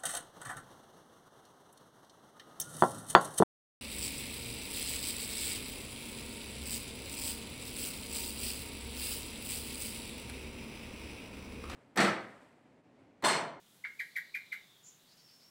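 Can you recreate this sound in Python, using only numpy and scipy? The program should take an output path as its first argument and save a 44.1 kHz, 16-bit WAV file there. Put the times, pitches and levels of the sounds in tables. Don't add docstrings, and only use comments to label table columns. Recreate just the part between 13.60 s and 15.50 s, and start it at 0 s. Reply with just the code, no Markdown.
import sys
import numpy as np
from scipy import signal
from scipy.fft import rfft, irfft, next_fast_len
from scipy.io import wavfile
from scipy.ndimage import uniform_filter1d, map_coordinates

SR = 44100
rng = np.random.default_rng(int(sys.argv[2]) if len(sys.argv) > 2 else 0)


def to_wav(s):
    ch = np.atleast_2d(s).T
    pcm = np.round(np.clip(ch, -1, 1) * 32767)
    wavfile.write(sys.argv[1], SR, pcm.astype(np.int16))


N = 83790

# frequency in Hz, relative level in dB.
RUMBLE_COLOUR = [(25, -14), (60, -24), (95, -11.5), (125, -1), (190, 0), (300, -4.5), (500, -7.5),
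                 (900, -10), (1800, -12), (2600, -14), (3400, -54)]
HISS_COLOUR = [(1800, -50), (2800, 3.5), (4500, 0.5), (7000, 0.5), (10000, -3), (15500, -3)]
SWELL_COLOUR = [(4000, -27), (7500, -8), (9500, -6), (11500, -4.5), (13500, -14), (15500, -12)]
# peak time in seconds, half width in seconds, level in dB.
HISS_SWELLS = [(.15, .06, -70), (.45, 0.088, -70.5)]
# time in seconds, centre pitch in Hz, drop per note in Hz, level in dB.
TRILL_CONTOUR = [(0, 3500, 1184, -72), (0.248, 3700, 1660, -76), (0.418, 4070, 1775, -67.5),
                 (.6, 4166, 1710, -65), (0.782, 3920, 1350, -65.5), (0.948, 3686, 710, -64),
                 (1.132, 3480, 650, -66.5), (1.238, 3393, 800, -75.5), (1.419, 3770, 1176, -69.5)]
# start and length in seconds; crest, shoulder and end pitch in Hz;
# the share of the call at which each of those is reached; whistle level in dB, rasp against whistle
# in dB, the rasp's treble tilt in dB at TOP_HZ.
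CHUCK_CALLS = [(0.239, 0.017, 2274, 1917, 1036, 0.53, 0.6, 0.98, -41, -18, -25),
               (0.3904, 0.025, 2460, 1977, 1662, 0.099, .52, 0.72, -39, -16, 4),
               (0.5555, .022, 2338, 1972, 1574, 0.27, 0.528, 0.776, -37, -17, 11),
               (0.7413, .018, 2441, 2297, 1460, 0.42, 0.49, 0.87, -39, -17, 6.5),
               (0.9178, 0.016, 2294, 2059, 1430, 0.17, 0.62, 0.83, -40.5, -15.5, 5)]
# frequency in Hz, relative level in dB.
RASP_COLOUR = [(500, -18), (1200, 0.5), (3000, 9), (4200, 7.5), (5500, -1.5), (7000, -2), (9500, -8.5),
               (12500, 0), (15500, -13)]
# delay in seconds, gain.
WALL_SLAPS = [(.0034, 0.46), (.0062, 0.38), (.0092, .35), (.0150, 0.37), (.0205, 0.2)]
# frequency in Hz, level in dB.
PATIO_RINGS = [(1460, -48.5), (1645, -48), (1702, -75), (1902, -49), (2078, -50), (2138, -49.5),
               (2259, -52.5), (2396, -50)]
# start and length in seconds, first and last pitch
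# in Hz, level in dB, buzz against tone in dB.
CHIP_NOTES = [(1.230, 0.023, 7190, 6160, -56.5, -8), (1.246, 0.022, 7150, 5370, -62.5, -1.5),
              (1.248, 0.027, 7220, 7130, -57.5, -38), (1.266, 0.029, 7150, 5970, -62.5, -26),
              (1.466, 0.023, 5020, 3650, -65.5, 0), (1.5, 0.024, 5450, 4030, -66.5, 1),
              (1.569, 0.016, 5500, 4120, -64.5, 4.5), (1.585, .025, 4830, 4830, -83, -22),
              (1.589, 0.068, 5370, 5480, -72.5, -9), (1.628, 0.036, 5480, 5200, -64, -15),
              (1.672, 0.013, 5480, 4010, -69.5, 10.5), (1.684, 0.016, 4830, 4700, -64.5, -17),
              (1.693, 0.072, 4220, 4200, -78, -16), (1.708, 0.042, 5410, 5390, -59.5, -14),
              (1.789, 0.02, 5430, 4100, -64, 0), (1.815, 0.039, 5520, 5396, -62, -14),
              (1.868, 0.023, 5480, 5380, -68, -20)]

RUMBLE_DB, HISS_DB, TOP_HZ = -70, -68.5, 15800
TRILL_NOTES_PER_S, TRILL_NOTE_S, TRILL_BUZZ_DB = 24, 0.035, -4.5
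SLUR_WAVER_HZ, BUZZ_SCATTER_HZ = 47.3, 1070
FAR_DIRECT_DB, FAR_T60 = -9, 0.34
SCOOP_HZ, GLIDE_S = 270, 0.0019
PEAK_SHARE, RELEASE_POWER = 0.5, 1.35
OVERTONE_DB, WAVER_HZ, FLUTTER_DB = -25, 37, 1.75
RASP_START_S, RASP_RISE_S, RASP_DECAY_S, RASP_WET_DB = 0.004, 0.0048, 0.011, 1.5
PATIO_DB, PATIO_T60, YARD_DB, YARD_T60, RING_T60 = -4.5, 0.19, -14, 0.5, 0.25


def amp(db):
    return 10 ** (np.asarray(db) / 20)


def add(out, start_s, x):
    i = max(0, round(start_s * SR))
    out[i:i + len(x)] += x[:max(0, len(out) - i)]


def noise(colour, size):
    points_hz, db = np.transpose(colour)
    hz = np.fft.rfftfreq(size, 1 / SR)
    eq = amp(np.interp(np.log(hz + 1), np.log(points_hz), db))
    x = irfft(rfft(rng.standard_normal(size)) * eq, size)
    return x / np.sqrt(np.mean(x ** 2) + 1e-20)


def wobble(rate, size):
    knots = rng.standard_normal(256)
    return map_coordinates(knots, [np.arange(size) * rate / SR], mode="wrap")


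def phase(hz):
    return 2 * np.pi * np.cumsum(hz) / SR


def tail(t60, delay_s, build_s):
    t = np.arange(SR // 2) / SR
    build = 1 - np.exp(-np.maximum(t - delay_s, 0) / build_s)
    echoes = rng.standard_normal(len(t)) * amp(-60 * t / t60) * build
    return echoes / np.linalg.norm(echoes)


def outdoor_bed():
    t = np.arange(N) / SR
    swells = sum(amp(db) * np.exp(-0.5 * ((t - peak) / width) ** 2) for peak, width, db in HISS_SWELLS)
    steady = amp(RUMBLE_DB) * noise(RUMBLE_COLOUR, N) + amp(HISS_DB) * noise(HISS_COLOUR, N)
    return steady + swells * noise(SWELL_COLOUR, N)


def slur(length, first_hz, last_hz, buzz_db, bend):
    u = np.linspace(0, 1, int(length * SR))
    hz = first_hz + (last_hz - first_hz) * u ** bend + SLUR_WAVER_HZ * wobble(441, len(u))
    buzz = amp(buzz_db) * np.sin(phase(hz + BUZZ_SCATTER_HZ * wobble(3000, len(u))))
    envelope = np.sqrt(2 * np.abs(np.sin(np.pi * u)))
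    return envelope * (np.sin(phase(hz)) + buzz)


def far(x):
    response = tail(FAR_T60, delay_s=0.0047, build_s=0.0027)
    response[0] += amp(FAR_DIRECT_DB)
    return signal.fftconvolve(x, response)


def distant_trill():
    out = np.zeros(N)
    times, *columns = np.transpose(TRILL_CONTOUR)
    for start in np.arange(0, times[-1], 1 / TRILL_NOTES_PER_S):
        hz, drop, db = (np.interp(start, times, column) for column in columns)
        note = slur(TRILL_NOTE_S, hz + drop / 2, hz - drop / 2, TRILL_BUZZ_DB, bend=0.98)
        add(out, start, amp(db) * far(note))
    return out


def chuck_whistle(u, hz, fall):
    angle = phase(hz + WAVER_HZ * wobble(529, len(u)))
    attack = np.sin(np.pi / 2 * np.clip(u / PEAK_SHARE, 0, 1))
    release = np.clip((1 - u) / (1 - PEAK_SHARE), 0, 1) ** RELEASE_POWER
    flutter = amp(FLUTTER_DB * wobble(418, len(u)))
    return attack * release * flutter * (np.sin(angle) + amp(OVERTONE_DB) * fall * np.sin(2 * angle))


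def chuck_rasp(t, tilt_db):
    colour = [(hz, db + tilt_db * hz / TOP_HZ) for hz, db in RASP_COLOUR]
    age = np.maximum(t - RASP_START_S, 0)
    burst = (1 - np.exp(-age / RASP_RISE_S)) * np.exp(-age / RASP_DECAY_S)
    return noise(colour, len(t)) * burst


def patio(x, wet_db=0):
    response = amp(PATIO_DB) * tail(PATIO_T60, delay_s=0.006, build_s=0.0037)
    response += amp(YARD_DB) * tail(YARD_T60, delay_s=0.022, build_s=0.014)
    t = np.arange(len(response)) / SR
    for hz, db in PATIO_RINGS:
        response += amp(db - 60 * t / RING_T60) * np.sin(2 * np.pi * (hz * t + rng.random()))
    response *= amp(wet_db)
    response[0] += 1
    for delay, gain in WALL_SLAPS:
        add(response, delay, np.array([gain]))
    return signal.fftconvolve(x, response)


def blackbird():
    out = np.zeros(N)
    t = np.arange(2048) / SR
    body = int(0.051 * SR)
    for (start, length, crest_hz, shoulder_hz, end_hz,
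         crest_at, shoulder_at, end_at, db, rasp_db, tilt_db) in CHUCK_CALLS:
        u = t / length
        turns_hz = [crest_hz - SCOOP_HZ, crest_hz, shoulder_hz, end_hz]
        hz = np.interp(u, [0, crest_at, shoulder_at, end_at], turns_hz)
        hz = uniform_filter1d(hz, int(GLIDE_S * SR))
        fall = (crest_hz - hz) / (crest_hz - end_hz)
        whistle = patio(chuck_whistle(u, hz, fall))
        rasp = patio(chuck_rasp(t, tilt_db), RASP_WET_DB)
        chuck = whistle / whistle[:body].std() + amp(rasp_db) * rasp / rasp[:body].std()
        add(out, start, amp(db) * chuck)
    return out


def distant_chips():
    out = np.zeros(N)
    for start, length, first_hz, last_hz, db, buzz_db in CHIP_NOTES:
        add(out, start, amp(db) * far(slur(length, first_hz, last_hz, buzz_db, bend=1.375)))
    return out


def scene():
    return (outdoor_bed() + blackbird() + distant_chips() + distant_trill())[None]


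def record(dry):
    size = next_fast_len(N + SR // 2)
    passband = np.fft.rfftfreq(size, 1 / SR) < TOP_HZ
    return irfft(rfft(dry, size) * passband, size)[:, :N]


dry = scene()
out = record(dry)
to_wav(out)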